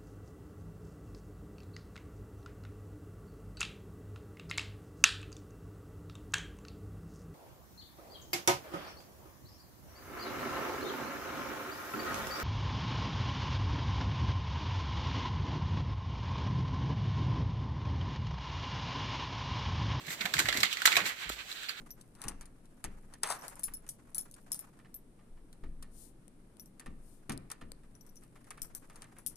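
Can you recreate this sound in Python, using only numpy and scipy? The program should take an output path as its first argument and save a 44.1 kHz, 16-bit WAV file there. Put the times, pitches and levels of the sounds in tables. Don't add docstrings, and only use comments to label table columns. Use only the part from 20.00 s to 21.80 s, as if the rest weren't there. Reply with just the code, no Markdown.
import sys
import numpy as np
from scipy import signal
from scipy.fft import rfft, irfft, next_fast_len
from scipy.io import wavfile
from scipy.ndimage import map_coordinates

SR = 44100
rng = np.random.default_rng(int(sys.argv[2]) if len(sys.argv) > 2 else 0)


def materialize(psi):
    bounded = np.clip(np.atleast_2d(psi).T, -1, 1)
    quanta = np.round(bounded * 32767).astype(np.int16)
    wavfile.write(sys.argv[1], SR, quanta)


def gain_from_db(level_db):
    decades = np.asarray(level_db, float) / 20
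    return 10 ** decades


N = 79380
SPAN = 16384
OPPOSITE = np.array([[1], [-1]])


def unit(x):
    return x / np.sqrt(np.mean(x ** 2, axis=-1, keepdims=True) + 1e-20)


def along(points, hz):
    f, v = np.transpose(points)
    return np.interp(np.log(hz + 1), np.log(f + 1), v)


def wobble(rate):
    knots = rng.standard_normal(int(N * rate / SR) + 4)
    return map_coordinates(knots, [np.arange(N) * rate / SR])


def filtered(x, response):
    m = next_fast_len(x.shape[-1] + 8192)
    return irfft(rfft(x, m) * response(np.fft.rfftfreq(m, 1 / SR)), m)[..., :x.shape[-1]]


def causal(points):
    def response(hz):
        cepstrum = irfft(np.log(gain_from_db(along(points, hz))))
        half = len(cepstrum) // 2
        cepstrum[1:half] *= 2
        cepstrum[half + 1:] = 0
        return np.exp(rfft(cepstrum))
    return response


def mode(f, hz, wide_hz):
    return 1j * f * wide_hz / (hz * hz - f * f + 1j * f * wide_hz)


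def grit(size, per_s, spread_db):
    hits = rng.random(size) < per_s / SR
    signs = rng.choice([-1, 1], size)
    sizes = gain_from_db(spread_db * np.clip(rng.standard_normal(size), -2, 2))
    return unit(hits * signs * sizes)


def ports(near, diffuse):
    late_s = 22 / 44100
    levels = gain_from_db(np.array([[-3], [0]]))
    lag = lambda f: np.exp(1j * np.pi * f * late_s * OPPOSITE)
    return levels * filtered(np.array([near, near]), lag) + diffuse


def air():
    # (frequency [Hz], level per Hz [dB])
    hum_curve = [(15, -21), (25, 32.5), (60, 5.5), (334, 7), (419, 6), (509, 3.5), (788, 5), (1200, -5),
                 (1560, -54), (2640, -120)]
    # (time [s], rumble level [dB])
    leaning = [
        (0, 3.5),
        (.08, 7),
        (.64, 13.5),
        (0.719, 1),
        (.86, 2),
        (1.04, 16),
        (1.139, 0.5),
        (1.8, 0.5),
    ]
    mid, side = unit(filtered(rng.standard_normal((2, N)), lambda f: gain_from_db(along(hum_curve, f))))
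    hum = mid + gain_from_db(-14) * side * OPPOSITE
    rumble = filtered(hum, lambda f: 1 / (1 + (83 / (f + 1)) ** 4))
    weight = gain_from_db(np.interp(np.arange(N) / SR, *np.transpose(leaning)))
    return gain_from_db(-52.5) * (hum + rumble * (weight - 1))


def bench():
    # (time [s], level [dB], frequency [Hz], time to the peak [s])
    thuds = [(.025, -48.5, 179, 0.0043), (.074, -39.5, 164, 0.012), (0.202, -42, 202, 0.0093),
             (0.243, -42.5, 195, 0.011), (.25, -35.5, 725, 0.01), (0.342, -41, 149, 0.022),
             (0.368, -38, 71, 0.012), (0.388, -34, 327.5, 0.012), (0.441, -38, 109, 0.013),
             (.455, -40.5, 53, 0.029), (.486, -26, 600, 0.0024), (0.549, -33.5, 265.5, 0.014),
             (.57, -41.5, 120.4, 0.018), (0.954, -42.5, 313, 0.029), (.967, -30.5, 700, 0.0074),
             (.969, -34, 610, 0.0084), (0.968, -27.5, 1108, 0.0095), (0.963, -42, 58.4, 0.0095),
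             (1.011, -42, 178, 0.02), (1.252, -51.5, 164, 0.012), (1.261, -38, 52.1, 0.034)]
    # (time [s], level [dB], frequency [Hz], width [Hz])
    pop = [
        (1.3015, -27.5, 358, 600),
    ]
    out, t = np.zeros((2, N + SPAN)), np.arange(SPAN) / SR
    for s, db, hz, peak_s in thuds:
        shape = t / peak_s * np.exp(1 - t / peak_s)
        rough = filtered(rng.standard_normal((2, SPAN)), lambda f: mode(f, hz, hz / 2))
        rough = unit(rough) * min(1, hz / 120) ** 2
        ring = np.sin(2 * np.pi * hz * t) + 0.9 * rough[0] + 0.2 * rough[1] * OPPOSITE
        out[:, round(s * SR):][:, :SPAN] += gain_from_db(db - 2.5) * ring * shape
    (s, db, hz, wide_hz), = pop
    impulse = 1. * (np.arange(N) == round(s * SR))
    push = filtered(impulse, lambda f: -mode(f, hz, wide_hz) ** 2)
    return out[:, :N] + gain_from_db(db + 3.0) * push / np.abs(push).max()


def scuff():
    # (middle [s], half length [s], level [dB], extra treble [dB], extra low part [dB])
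    strokes = [(0.07, 0.0051, -48, 9.5, 4.5), (0.12, 0.035, -47, 12.5, 10), (0.244, 0.056, -41, 0, 4),
               (0.297, 0.022, -45.5, -5, 0), (0.358, 0.033, -35.5, -3.5, -2.5), (0.403, 0.058, -62, 24, -9),
               (0.485, 0.04, -42, 4.5, 6), (0.59, 0.066, -44, 8.5, 10), (0.656, 0.022, -26, -27, -15),
               (0.732, 0.019, -27, -13.5, -10), (0.816, 0.27, -40.5, -4, 0), (0.934, 0.088, -41.5, 6, 3.5),
               (0.98, 0.094, -38.5, -18, 8), (1.072, 0.03, -36.5, 4.5, 4), (1.104, 0.038, -41, -2, 7),
               (1.216, 0.044, -39.5, -4, 0.5), (1.249, 0.068, -38.5, -25, 1), (1.328, 0.026, -43.5, 2, 1),
               (1.402, 0.032, -37.5, -11, -1), (1.511, 0.04, -42.5, -5.5, -0.5),
               (1.617, 0.12, -39, 1, -5.5), (1.706, 0.018, -39, 4.5, -0.5), (1.79, 0.043, -44.5, 3, -1)]
    # (frequency [Hz], level [dB])
    paper_tone = [(300, -10), (800, -5.5), (1300, 3), (2100, 3), (4000, -4), (6000, -6), (12000, -5.5),
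                  (16000, 6.5)]
    slide_hz, slide_wide_hz = 2060, 490
    swap_s, swap_takes_s = 1.542, 0.02
    treble_from_hz, low_to_hz, rest_db = 4330, 2510, -50.5
    t = np.arange(N) / SR
    s, half, db, bright_db, full_db = np.transpose(strokes)[..., None]
    power = np.exp(-2 * ((t - s) / half) ** 2)

    def swell(extra_db):
        return np.sqrt((gain_from_db(2 * (db + extra_db)) * power).sum(axis=0) + gain_from_db(2 * rest_db))

    clump = gain_from_db(1.5 * wobble(60))
    near = grit(N, per_s=3500, spread_db=6.0) + gain_from_db(-12.5) * rng.standard_normal(N)
    diffuse = gain_from_db(5.5) * np.sqrt(clump) * rng.standard_normal((2, N))
    rub = filtered(ports(near * clump, diffuse), causal(paper_tone))
    rub = rub / np.sqrt(np.mean(rub ** 2))

    swapped = (1 + np.tanh((t - swap_s) / swap_takes_s)) / 2
    second = lambda f: 1.43 * (mode(f, 1500, slide_wide_hz) - mode(f, 3960, 3 * slide_wide_hz))
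    rub = rub + swapped * (filtered(rub, second) - .6 * rub)

    top = filtered(rub, lambda f: 1 / (1 + (treble_from_hz / (f + 1)) ** 6))
    singing = lambda f: 1 + mode(f, slide_hz, slide_wide_hz)
    low = filtered(rub, lambda f: singing(f) / (1 + (f / low_to_hz) ** 6))
    return gain_from_db(6.5) * (swell(0) * (rub - top - low) + swell(bright_db) * top + swell(full_db) * low)


def ticks():
    # (time [s], peak level [dB], mode frequency [Hz], crack over the mode [dB])
    tick_events = [(0.0588, -34, 2200, -17), (0.0761, -38, 2060, -18), (0.1056, -24.5, 1960, -6),
                   (0.2097, -20.5, 2180, -19), (0.255, -16, 1620, -5), (0.2589, -17, 2330, -16),
                   (0.392, -16, 2170, -5), (0.4617, -22, 1950, -19), (0.6309, -17.5, 1940, -18),
                   (0.6429, -20.5, 1440, -10), (0.728, -18, 3040, -7), (0.855, -4, 1840, -7.5),
                   (0.8579, -4.5, 1460, -8), (0.9182, -21, 2340, -17), (0.9258, -23, 2200, -12),
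                   (0.9564, -10.5, 2120, -10), (0.9662, -18, 2280, -26), (1.0044, -17.5, 2060, -15),
                   (1.0182, -24, 2260, -21), (1.056, -19, 2260, -23), (1.293, -28.5, 1690, 0.5),
                   (1.2974, -34, 2200, 8), (1.6327, -30, 1550, -6), (1.6859, -26, 2340, -13),
                   (1.694, -22.5, 1410, -9), (0.338, -18.5, 4200, -16.5), (0.5029, -30, 3400, -13),
                   (0.5304, -31, 3570, -14), (0.6104, -25.5, 3300, 1), (0.6554, -23, 3800, -7),
                   (0.7169, -26, 3470, -10), (0.8239, -25, 4290, -21), (1.3901, -31, 3600, -8),
                   (1.5149, -30.5, 4040, -10), (1.5264, -25.5, 3960, -10), (1.6901, -42, 4470, -16)]
    fade_cycles, upper_ratio, upper_db = 10.1, 1.76, -9
    crack_t60_s, answer_t60_s, answer_db = 0.0035, 0.036, -5
    near, t = np.zeros(N + SPAN), np.arange(1024) / SR
    for s, db, hz, crack_db in tick_events:
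        fade = gain_from_db(-60 * t * hz / fade_cycles) * (1 - np.exp(-t * hz * 2))
        ring = np.sin(2 * np.pi * hz * t) + gain_from_db(upper_db) * np.sin(2 * np.pi * hz * upper_ratio * t)
        crack = gain_from_db(crack_db - 60 * t / crack_t60_s) * np.diff(rng.standard_normal(len(t) + 1))
        near[round(s * SR):][:len(t)] += gain_from_db(db + 3) * (ring * fade + crack)
    answer = gain_from_db(-60 * np.arange(4096) / SR / answer_t60_s) * rng.standard_normal((2, 4096))
    wet = signal.fftconvolve(near[None, :N], answer / np.linalg.norm(answer[0]), axes=1)[:, :N]
    return ports(near[:N], gain_from_db(answer_db) * wet)


def room_tail(on, rise):
    t60_s, onset_s, dull_hz, glance_t60_s = 0.19, 0.0018, 7700, 0.035
    swell = gain_from_db(-2 - 60 * on / t60_s) * rise * (1 - np.exp(-on / onset_s))
    walls = swell * rng.standard_normal((2, SPAN)) / 10
    walls = filtered(walls, lambda f: 1 / (1 + 1j * f / dull_hz))
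    glance = gain_from_db(-10 - 60 * on / glance_t60_s) * rise * rng.standard_normal((2, SPAN))
    return walls + glance


def contacts(table, rise_s, snap, wet_db):
    # (multiple of the main mode, level [dB])
    piece_modes = [
        (1, 6.5),
        (1.55, -12.5),
        (2.1, -14),
        (.7, -1),
    ]
    mode_t60_s, scatter = 0.0081, 0.021
    chatter_db, chatter_t60_s = -9.5, 0.2
    wet_per_db = .15
    tail_widens = 1.3
    wide_hz = np.log(1000) / np.pi / mode_t60_s
    out, lead = np.zeros((2, N + SPAN)), round(.004 * SR)
    on = np.maximum(np.arange(SPAN) / SR - .004, 0)
    for s, db, hz, crack_db in table:
        rise = gain_from_db(wet_db + wet_per_db * db) * (1 - np.exp(-on / rise_s)) ** 2
        smear = unit(rng.standard_normal(SPAN) * on ** 2 * np.exp(-2 * on / rise_s)) / np.sqrt(SPAN)
        force = gain_from_db(4) * smear + snap * (np.arange(SPAN) == lead + round(rise_s * SR))
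        chatter = gain_from_db(chatter_db - 60 * on / chatter_t60_s) * rise
        chatter = chatter * grit(SPAN, per_s=950, spread_db=0.5) / 10
        tail = room_tail(on, rise)
        tune = np.exp(scatter * rng.standard_normal(len(piece_modes)))

        def body(f, blur=1):
            ring = sum(gain_from_db(g) / np.sqrt(blur) * mode(f, min(hz * k * u, SR / 3), wide_hz * k * blur)
                       for (k, g), u in zip(piece_modes, tune))
            return ring + gain_from_db(crack_db + 5.5) * (1j * f / (1800 + 1j * f)) ** 2

        blow = np.abs(filtered(force, body)).max()
        direct = filtered(ports(force, 0), body)
        later = filtered(ports(chatter, tail), lambda f: body(f, tail_widens))
        out[:, round(s * SR) - lead + 20:][:, :SPAN] += gain_from_db(db) / blow * (direct + later)
    return out[:, :N]


def scene():
    # (time [s], peak level [dB], main mode [Hz], crack over the mode [dB])
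    clicks = [(0.3379, -12, 3520, 14), (0.3386, -14.5, 1580, -49), (0.3663, -22, 2030, -29),
              (0.3807, -17.5, 2010, -35), (0.3878, -9.5, 1580, -18), (0.392, -3.5, 1820, -9.5),
              (0.4002, -5, 1600, -13), (0.4555, -16.5, 1660, -24), (0.4858, -11, 1950, -22),
              (0.4925, -20.5, 3270, -29), (0.5256, -15.5, 1810, -31), (0.5424, -21, 1840, -24),
              (0.5716, -13, 2120, -3), (0.6031, -12.5, 5600, -11), (0.6305, -7.5, 2010, -20),
              (0.636, -8, 1500, -9), (0.7696, -16.5, 2010, -22), (0.8016, -25.5, 1420, -33),
              (0.818, -12.5, 1500, -17.5), (0.854, -2, 1940, -7), (0.8588, -0.5, 2170, 6),
              (0.8687, -3.5, 1990, -7.5), (0.8742, -6, 1440, -53), (0.9188, -13, 2150, -27),
              (0.9258, -12, 2060, -24), (0.9665, -4.5, 2510, -18), (0.9705, -5, 1020, -15.5),
              (1.3189, -26, 3370, -11), (1.5157, -28, 4050, -21)]
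    # (time [s], peak level [dB], main mode [Hz], crack over the mode [dB])
    taps = [(0.0771, -30.5, 1920, -24), (0.2047, -20.5, 2110, -23), (0.2088, -30, 2220, -36),
            (0.2549, -23, 1720, -19), (0.5606, -22, 2100, -17), (0.7272, -22.5, 2950, 2),
            (0.955, -26, 2280, 1), (1.0035, -40, 2340, -33), (1.057, -23.5, 2270, -11),
            (1.2905, -23.5, 1350, -13.5), (1.685, -27.5, 4370, -24)]
    sharp = contacts(clicks, rise_s=.0006, snap=1.203, wet_db=-1.0)
    soft = contacts(taps, rise_s=0.0056, snap=0.021, wet_db=-10.0)
    return air() + bench() + scuff() + ticks() + soft + sharp


def roll_off(x):
    return signal.sosfilt(signal.butter(12, 16480, fs=SR, output="sos"), x)


def record(dry):
    # (frequency [Hz], level [dB])
    left_port = [(700, -5.5), (1300, -8.5), (4500, 0), (7700, 4), (9800, -5), (12500, -10), (14500, -6.5),
                 (16000, 11.5)]
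    right_port = [(700, -4.5), (1400, -0.5), (4400, 7.5), (5300, -4), (7700, 1), (9500, -20), (12000, 0),
                  (15800, -26.5)]
    low_hz, roll_hz, top_hz, ceiling = 42, 14320, 16500, .92
    x = np.array([filtered(v, causal(port)) for v, port in zip(dry, (left_port, right_port))])
    x = x / (1 + np.abs(x / ceiling) ** 4) ** .25

    def limits(f):
        notch = 1 - mode(f, 9650, 600)
        return notch * (f < top_hz) / (1 + (f / roll_hz) ** 40) / (1 + (low_hz / (f + 1)) ** 6)

    return roll_off(filtered(x, limits))


dry = scene()
out = record(dry)
materialize(out)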